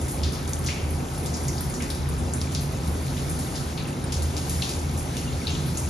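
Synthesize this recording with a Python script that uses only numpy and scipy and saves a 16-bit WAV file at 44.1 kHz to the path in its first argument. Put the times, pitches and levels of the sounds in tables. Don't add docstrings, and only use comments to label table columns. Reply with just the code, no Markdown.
import sys
import numpy as np
from scipy import signal
from scipy.fft import rfft, irfft, next_fast_len
from scipy.io import wavfile
from scipy.ndimage import uniform_filter1d, map_coordinates

SR = 44100
rng = np.random.default_rng(int(sys.argv[2]) if len(sys.argv) > 2 else 0)


def unload_wav(signal):
    wavfile.write(
        sys.argv[1],
        SR,
        np.round(np.clip(np.atleast_2d(signal).T, -1, 1) * 32767).astype(np.int16),
    )


N = 260101

# time in seconds, level in dB before the tilt,
# brightness in dB (added to the bright part and taken from the dull part).
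SPRAY_FLOW = [(0, -42.5, 2.5), (.4, -44.5, -2), (.8, -44, 1), (1.2, -43, 1), (1.6, -41.5, 2.5),
              (2.0, -44.5, -1.5), (2.4, -44.5, -2), (2.8, -43.5, -1.5), (3.2, -41.5, 2.5), (3.6, -39.5, 1),
              (3.9, -45.5, -2), (4.2, -44, -2), (4.6, -37, 2.5), (4.9, -42.5, 0), (5.2, -41.5, 1),
              (5.5, -40.5, -2.5), (5.9, -40, 2)]
# frequency in Hz, relative density in dB per Hz.
SPRAY_COLOUR = [(700, -30), (1500, -8), (2500, -5), (4000, -4), (5500, -4.5), (7000, -4), (9600, -5),
                (10500, -7), (11500, -11), (13000, -19), (14200, -23), (15700, -25)]


def spray():
    flow_db, bright_db = curves(SPRAY_FLOW)
    mist = hiss(spray_gain, patchy_db=1.4)
    dull = filtered(mist, lambda hz: 1 / (1 + (hz / 6000) ** 4))
    bright = mist - dull
    return amp(flow_db) * (amp(-bright_db) * dull + amp(bright_db) * bright)


def spray_gain(hz):
    return amp(along(SPRAY_COLOUR, hz)[0])


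# start in seconds, splash level in dB, centre in Hz,
# octaves from the centre to half gain, crack relative to the splash in dB before the gain common to all cracks.
HEAVY_DROPS = [(0.0147, -42, 8800, 0.35, 10.5), (0.0825, -36, 11600, 1, 3), (0.1103, -37.5, 10400, 0.5, 2),
               (0.2322, -35, 3900, 0.93, 0), (0.2362, -37.5, 4400, 0.37, -1), (0.3215, -41, 11580, 0.63, 2),
               (0.331, -40, 5040, 0.37, 1), (0.4766, -43, 6200, 1.8, 11), (0.4926, -42, 10600, 0.41, 6),
               (0.533, -39.5, 7900, 0.46, 12), (0.5891, -44.5, 10500, 0.36, 7),
               (0.639, -39.5, 12500, 1.1, 2), (0.6627, -34, 6060, 0.38, -5), (0.668, -34.5, 4200, 0.71, 1),
               (0.686, -34.5, 2380, 0.37, -5), (0.755, -42.5, 2270, 1.1, -7), (0.815, -45, 2400, 0.32, 1),
               (0.9056, -43, 10600, 0.21, 7), (1.137, -44, 9250, 0.64, 5), (1.1757, -41.5, 10300, 0.28, -4),
               (1.2383, -45, 12500, 0.39, 8), (1.26, -39, 5800, 0.69, 12), (1.338, -35.5, 5830, 0.5, -11),
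               (1.4366, -45, 10800, 0.4, 4), (1.482, -45, 10800, 0.49, 13), (1.4826, -38.5, 5900, 0.26, 6),
               (1.572, -46, 4000, .3, 3), (1.5813, -45.5, 5000, 0.26, 6), (1.608, -39.5, 12500, .5, 12.5),
               (1.6984, -44, 10500, 0.82, 10), (1.74, -38, 6750, 0.49, 5), (1.8032, -40.5, 2000, 0.44, -6),
               (1.8224, -38.5, 7000, 2.3, 9), (1.9016, -40.5, 10800, 0.39, 7),
               (1.9027, -39.5, 4430, 0.55, 5), (1.948, -42.5, 8980, 1.1, 9),
               (2.0886, -44, 11830, 0.71, 11.5), (2.1814, -41.5, 8600, 0.32, 1),
               (2.3362, -36, 9000, 0.35, 9), (2.4142, -38.5, 6100, 1.1, 9), (2.5175, -40, 8650, 1.2, -1),
               (2.5475, -34, 4530, 0.69, 1), (2.6084, -39.5, 12500, 0.49, -2),
               (2.875, -43, 11720, 0.44, 6.5), (3.023, -50, 10500, 0.24, 8), (3.0768, -44, 3940, 0.58, 0),
               (3.167, -39.5, 3430, 1, -2), (3.296, -38, 9900, 0.56, 2), (3.39, -38, 9000, 1, 5),
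               (3.555, -38, 4860, 0.71, 2), (3.775, -40, 4030, 0.3, -3), (3.7768, -43.5, 2500, 0.3, -5),
               (3.872, -42.5, 9360, 0.63, -5), (4.0402, -49, 9000, 0.11, 11),
               (4.1218, -32, 5840, 1.16, 5.5), (4.222, -36, 9910, 1, 6), (4.366, -34.5, 5560, 1.3, 0),
               (4.4953, -33.5, 10000, 1.1, 6), (4.6209, -32, 3700, 0.84, 4), (4.635, -40, 5830, .3, -10),
               (4.6917, -34, 6270, 1.2, 6), (4.9735, -36, 9550, 0.75, -2), (5.1418, -45, 2480, 1, 1),
               (5.168, -38, 5500, 1.3, 9), (5.4696, -32.5, 3450, 0.58, -4), (5.502, -41.5, 6530, 0.22, -2),
               (5.6591, -42, 12500, 0.4, -8), (5.7728, -34, 7800, 0.57, 8.5)]
SPLAT_T60_S, T60_AT_HZ, T60_FALLS = 0.5, 3960, 0.26


def heavy_drops():
    s, db, centre_hz, width, crack_db = np.transpose(HEAVY_DROPS)
    t60 = SPLAT_T60_S * (T60_AT_HZ / centre_hz) ** T60_FALLS
    rows = np.column_stack([s, db, centre_hz, width, t60, crack_db])
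    return splats(rows, size=16384, lumpy_db=-1.0)


FLIGHT_S, SPATTER_DB, SPATTER_OCTAVES = .03, -7, 0.3
SPATTER_WIDTH, SPATTER_T60_S = 0.25, 0.07


def spatter(count):
    s, db, centre_hz = np.repeat(np.array(HEAVY_DROPS)[:, :3], count, axis=0).T
    draw, same = rng.random((len(s), 3)), np.ones(len(s))
    land = np.minimum(s - FLIGHT_S * np.log(1 - draw[:, 0]), N / SR)
    level_db = db + SPATTER_DB - 4 * draw[:, 2]
    pitch_hz = centre_hz * 2 ** (SPATTER_OCTAVES * (2 * draw[:, 1] - 1))
    rows = np.column_stack([land, level_db, pitch_hz, SPATTER_WIDTH * same, SPATTER_T60_S * same, -3 * same])
    return splats(rows, size=4096, lumpy_db=5.0)


def patter(count, level_db, spread_db, crack_db):
    draw = rng.random((count, 4))
    s = draw[:, 0] * N / SR
    db = level_db - spread_db * np.log(1 - .9 * draw[:, 1])
    centre_hz = 4000 * 28.0 ** draw[:, 2]
    width = 1.0 + 1.2 * draw[:, 3]
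    rows = np.column_stack([s, db, centre_hz, width, np.full(count, .12), np.full(count, crack_db)])
    return splats(rows, size=4096, lumpy_db=4)


def splats(rows, size, lumpy_db):
    s, db, centre_hz, width, t60, crack_db = (c[:, None] for c in np.transpose(rows))
    t = np.arange(size) / SR
    white = rng.standard_normal((2, len(rows), size))
    noise = unit(irfft(rfft(white) * band(centre_hz, width, size), size))
    clumps = unit(uniform_filter1d(rng.standard_normal((len(rows), size)), 60))
    lumps_db = lumpy_db * clumps * np.exp(-t / 0.0078)
    attack = 1 - np.exp(-t / 0.0017)
    sound = noise * amp(db + lumps_db - 60 * t / t60) * attack
    crack = cracks(centre_hz, 1.2 * width, size=2048) * amp(db + crack_db + 14.0)
    sound[..., :crack.shape[-1]] += crack
    at = (np.round(s * SR).astype(int) + np.arange(size)).ravel()
    return np.array([np.bincount(at, side.ravel(), N + size)[:N] for side in sound])


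def band(centre_hz, width, size):
    hz = np.fft.rfftfreq(size, 1 / SR)
    octaves = np.log2((hz + 1) / centre_hz)
    return spray_gain(hz) / (1 + np.abs(octaves / width) ** 3)


# mean delay in seconds, mean level in dB.
WALL_ECHOES = [(0, -.5), (.0019, -1.5), (.0042, -4), (.0072, -8), (.009, -5), (.0112, -9), (.0135, -9),
               (.018, -14), (.023, -17), (.031, -20)]
CONTACT_S = 0.0003


def cracks(centre_hz, width, size):
    gain, hz = band(centre_hz, width, size), np.fft.rfftfreq(size, 1 / SR)
    delay, wall_db = np.transpose(WALL_ECHOES)
    draw = rng.standard_normal((len(width), len(WALL_ECHOES), 4))
    when = 0.000427 + delay * np.exp(0.05 * draw[..., 0])
    turn = np.pi * np.tanh(draw[..., 1]) * np.clip(delay / .005, 0, 1) ** 2 + .2
    echo_db = wall_db + 2.5 * np.tanh(draw[..., 2]) * (delay > 0)
    share = amp(echo_db) * np.array([np.cos(turn), np.sin(turn)])
    train = np.einsum("cdw,dwf->cdf", share, np.exp(-2j * np.pi * hz * when[..., None]))
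    burst = rng.standard_normal((len(width), 128)) * np.exp(-np.arange(128) / SR / CONTACT_S)
    smear = rfft(burst / np.linalg.norm(burst, axis=1, keepdims=True), size)
    peak = irfft(gain, size)[:, :1]
    return irfft(train * gain * smear, size) / peak


# time of the peak in seconds,
# envelope peak in dB, centre in Hz, width in octaves (standard deviation of the band).
CLICKS = [(.0834, -28, 10300, .12), (.2327, -26, 3900, .35), (.7737, -30, 2400, .25),
          (1.338, -30, 5600, .3), (1.4849, -22, 5900, 0.19), (0.2364, -15, 4500, .35),
          (.2416, -21, 4300, .2), (.2458, -24, 4300, .35), (.5351, -30, 6600, .2), (.6632, -18, 5900, .35),
          (.672, -25, 4500, .4), (.6742, -23, 5100, 0.22), (.6912, -24, 2400, 0.39), (1.742, -29, 5530, .3),
          (1.8237, -28, 4900, .3), (1.9045, -30, 5200, .15), (1.9114, -28, 4300, .25),
          (2.0897, -29, 10400, .12), (2.2488, -37, 10100, .12), (2.3388, -31, 5200, .2),
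          (2.4098, -33, 5700, 0.18), (2.4155, -22, 5200, 0.18), (2.5478, -24, 10500, 0.11),
          (2.55, -13, 4800, 0.37), (2.5569, -26, 4500, .4), (2.6104, -30, 10600, .12),
          (2.6516, -32, 10600, .15), (2.7634, -36, 10800, 0.13), (2.9436, -28, 10300, .12),
          (3.301, -27, 10200, .1), (3.3908, -27, 10300, .12), (3.4134, -29, 5400, .35),
          (3.5532, -29, 5100, .4), (3.7825, -31, 3800, .25), (4.3119, -32, 10500, .12),
          (4.3673, -22, 4800, 0.25), (4.381, -20, 5300, 0.27), (4.3944, -33, 10900, .15),
          (4.4975, -17, 9900, 0.097), (4.5389, -29, 10000, .12), (4.5955, -34, 10500, .12),
          (4.6215, -25, 4070, 0.22), (4.625, -14, 3500, .27), (4.6924, -24, 5900, .25),
          (4.702, -26, 6200, .25), (5.0305, -29, 10400, .12), (5.17, -27, 3000, .2),
          (5.1766, -28, 5600, .3), (5.213, -30, 10200, .12), (5.2406, -27, 9900, .12),
          (5.4712, -14.5, 3940, 0.13), (5.4749, -21, 4300, .35), (5.4953, -27, 3500, .25),
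          (5.504, -29, 6600, .15), (5.7776, -27, 6400, .25)]


def clicks(rows):
    out, t = np.zeros((2, N + 256)), np.arange(-128, 128) / SR
    turns = rng.uniform(0, 2 * np.pi, len(rows))
    for (s, db, hz, width), turn in zip(rows, turns):
        spread = 2 * np.pi * np.log(2) * np.clip(width, .08, .6) * hz
        burst = np.exp(-.5 * (spread * t) ** 2) * np.cos(2 * np.pi * hz * t + turn)
        out[:, round(s * SR):][:, :len(t)] += amp(db) * burst * [[1], [.2]]
    return out[:, 128:N + 128]


def fizz(count, level_db, spread_db):
    draw = rng.random((count, 4))
    s = draw[:, 0] * N / SR
    db = level_db - spread_db * np.log(1 - .95 * draw[:, 1])
    hz = 2000 * 6 ** draw[:, 2]
    return clicks(np.column_stack([s, db, hz, .08 + .2 * draw[:, 3]]))


# start in seconds, level in dB, starting pitch in Hz,
# time to fall 60 dB in seconds.
BUBBLES = [(.2395, -31, 4200, .03), (.688, -30, 2150, .05), (.6985, -27, 2400, .02),
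           (1.5808, -31, 5000, .03), (1.803, -33, 2250, .025), (3.169, -35, 3550, .04),
           (3.467, -36, 3600, .03), (3.555, -33, 5050, .05), (3.776, -36, 2250, .03),
           (3.801, -35, 3950, .07), (3.780, -34, 4300, .03), (4.6205, -21, 4050, .02),
           (4.629, -26, 2700, .03), (5.2765, -31, 2800, .06), (5.479, -30, 4050, .05)]


def plinks():
    out, t = np.zeros((2, N + SR)), np.arange(SR // 8) / SR
    for s, db, hz, t60 in BUBBLES:
        phase = 2 * np.pi * hz * (t + 0.0054 * t ** 2 / t60) + rng.uniform(0, 2 * np.pi)
        envelope = amp(db - 60 * t / t60) * (1 - np.exp(-t / 0.0004))
        out[:, round(s * SR):][:, :len(t)] += envelope * np.sin(phase) * [[1], [.3]]
    return out[:, :N]


# frequency in Hz, width at half amplitude in Hz, relative level in dB.
LOWEST_WAVE = [(46.3, 11, 0)]
DEEP_WAVES = [(77.7, 10.9, 0)]
UPPER_WAVES = [(134.5, 13, 0), (146.4, 10, -5)]
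STEADY_WAVES = [(62, 9, -0.5), (92.4, 11.8, -2), (101, 8, -13), (121.4, 12, -3), (162.7, 15.7, -1),
                (181, 10, -2.5)]
HIGHER_WAVES = [(205.8, 10.5, -4.5), (249.1, 10, 0.5), (280.4, 20, -8), (352, 14.5, -6), (387.6, 14, -10.5),
                (537, 10.4, -9.5), (592, 9.8, -13), (990, 16, -18.5), (1270, 24, -17.5), (1306, 17, -14.5)]
# time in seconds, level in dB before smoothing.
DEEP_WANDER = [(0.0, -32), (0.05, -26), (0.1, -47), (0.15, -36), (0.26, -22.5), (0.34, -39), (0.39, -34),
               (0.72, -30), (0.79, -43), (0.84, -24.5), (1.07, -33.5), (1.1, -45), (1.18, -29.5),
               (1.74, -35), (2.17, -25.5), (2.81, -35.5), (2.91, -22), (2.97, -33), (3.66, -37),
               (3.69, -26.5), (3.74, -37), (3.79, -34), (3.96, -42.5), (4.25, -23), (4.4, -34.5),
               (4.58, -28.5), (4.71, -46), (4.76, -28), (4.99, -29), (5.04, -39.5), (5.39, -26),
               (5.45, -46), (5.5, -28.5), (5.78, -35), (5.85, -24.5), (5.9, -33)]
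UPPER_WANDER = [(0.0, -34), (0.44, -34), (0.51, -37.5), (0.69, -29), (0.77, -41.5), (1.02, -30.5),
                (1.08, -61), (1.1, -30.5), (1.43, -44), (1.48, -23.5), (1.54, -41), (1.69, -26),
                (1.72, -36), (1.95, -41), (2.02, -31.5), (2.12, -31), (2.18, -30), (2.23, -35), (2.63, -30),
                (3.02, -40.5), (3.07, -28.5), (3.56, -38.5), (3.61, -30), (3.73, -57), (3.76, -33),
                (4.76, -35.5), (4.8, -54), (4.85, -30.5), (5.24, -37), (5.27, -31.5), (5.37, -33.5),
                (5.39, -42), (5.68, -27), (5.77, -41), (5.82, -31), (5.9, -49)]
# frequency in Hz, relative density in dB per Hz.
WASH_COLOUR = [(20, -14), (110, -4.5), (150, -19.5), (230, -4.5), (400, -10.5), (640, -16.5), (780, -14.5),
               (1100, -20.5), (1500, -22.5), (2200, -27.5), (4000, -47.5)]
LOWEST_DB, STEADY_DB, WASH_DB = -41, -35.5, -33.0
DEEP_FLUTTER_DB, UPPER_FLUTTER_DB = 1.5, 1.5


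def roar():
    (deep_db,), (upper_db,) = curves(DEEP_WANDER), curves(UPPER_WANDER)
    lowest = low_band(LOWEST_WAVE, LOWEST_DB, 0)
    deep = low_band(DEEP_WAVES, deep_db, DEEP_FLUTTER_DB)
    upper = low_band(UPPER_WAVES, upper_db, UPPER_FLUTTER_DB)
    steady = hiss(lambda hz: resonances(STEADY_WAVES, hz), patchy_db=1.5)

    def wash_gain(hz):
        return np.hypot(resonances(HIGHER_WAVES, hz), amp(along(WASH_COLOUR, hz)[0]))
    wash = hiss(wash_gain, patchy_db=1.18)
    return lowest + deep + upper + amp(STEADY_DB) * steady + amp(WASH_DB) * wash


FLUTTER_PER_S = 14


def low_band(modes, level_db, flutter_db):
    x = hiss(lambda hz: resonances(modes, hz), patchy_db=-1)
    level = np.sqrt(np.abs(uniform_filter1d(x[0] ** 2, SR // 14)) + .02)
    fluttering = unit(x / level * amp(flutter_db * wobble(FLUTTER_PER_S)))
    wide = [(hz, 2.2 * width, 0) for hz, width, _ in modes]
    return filtered(amp(level_db) * fluttering, lambda hz: np.minimum(resonances(wide, hz), 1))


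def wobble(rate):
    knots = rng.standard_normal(int(N * rate / SR) + 4)
    return map_coordinates(knots, [np.arange(N) * rate / SR])


def hiss(gain, patchy_db):
    z = signal.stft(rng.standard_normal((2, N)), nperseg=512)[2]
    field = uniform_filter1d(uniform_filter1d(rng.standard_normal(z.shape[1:]), 8, 0), 8, 1)
    pair = signal.istft(z * amp(patchy_db * field / field.std()), nperseg=512)[1][:, :N]
    return unit(filtered(pair, gain))


def resonances(modes, hz):
    return np.sqrt(sum(amp(db) ** 2 / (1 + (2 * (hz - c) / w) ** 2) ** 2 for c, w, db in modes))


def filtered(x, response):
    m = next_fast_len(x.shape[-1] + 8192)
    return irfft(rfft(x, m) * response(np.fft.rfftfreq(m, 1 / SR)), m)[..., :x.shape[-1]]


def amp(db):
    return 10 ** (np.asarray(db) / 20)


def unit(x):
    return x / np.sqrt(np.mean(x ** 2, axis=-1, keepdims=True) + 1e-20)


def along(points, hz):
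    f, *cols = np.transpose(points)
    return np.array([np.interp(np.log(hz + 1), np.log(f + 1), c) for c in cols])


def curves(rows):
    s, *cols = np.transpose(rows)
    return [np.interp(np.arange(N) / SR, s, c) for c in cols]


# frequency in Hz, likeness from 0 to 1, lead of the right in radians, left minus right in dB.
STEREO_IMAGE = [(70, .993, 0, 0), (130, .96, 0, -.6), (250, .88, -.06, -1.5), (360, .74, -.25, 0),
                (520, .6, -.45, .5), (1100, .35, -1.1, 0), (1450, .15, -1.1, -1), (1750, .27, 1.3, -.5),
                (2400, .5, -.4, 0), (3150, .3, -1.05, 1.5), (3450, .5, 0, 2.5), (4100, .72, -.15, 3),
                (4900, .52, -.8, 4.5), (6200, .78, .35, 2.5), (7000, .73, 1.4, 2), (7550, .82, 2.4, 1),
                (7800, .995, 3.12, 0), (8600, .995, 3.2, 0), (9100, .82, 4.0, 0), (10200, .76, 5.2, 0),
                (10800, .995, 6.26, 0), (12400, .99, 6.3, 0), (13000, .8, 6.5, 0), (13400, .3, 7.8, 0),
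                (13900, .99, 9.42, 0), (15700, .99, 9.42, 0)]


def stereo(pair):
    def mix(hz):
        alike, lead, tilt_db = along(STEREO_IMAGE, hz)
        turn = np.arccos(np.clip(alike, 0, 1)) / 2
        half = amp(tilt_db / 2) * np.exp(-.5j * lead)
        left = [half * np.cos(turn), half * np.sin(turn)]
        right = [np.cos(turn) / half, -np.sin(turn) / half]
        return np.array([left, right])
    return filtered(pair[None], mix).sum(1)


def scene():
    drops = heavy_drops() + spatter(count=5)
    drops = drops + patter(count=300, level_db=-60.0, spread_db=7.5, crack_db=1)
    short = clicks(CLICKS) + fizz(count=1500, level_db=-44, spread_db=4)
    return stereo(spray() + drops + short + plinks() + roar())


# frequency in Hz, width at half amplitude in Hz,
# level in dB of the resonance added to the direct sound.
PORT_CAVITIES = [(8400, 1000, -4.5)]
TOP_HZ = 15780


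def record(dry):
    def response(hz):
        low_cut = 1 / (1 + (34 / (hz + 1)) ** 6)
        return (1 + resonances(PORT_CAVITIES, hz)) * low_cut * (hz < TOP_HZ)
    return filtered(dry, response)


dry = scene()
out = record(dry)
unload_wav(out)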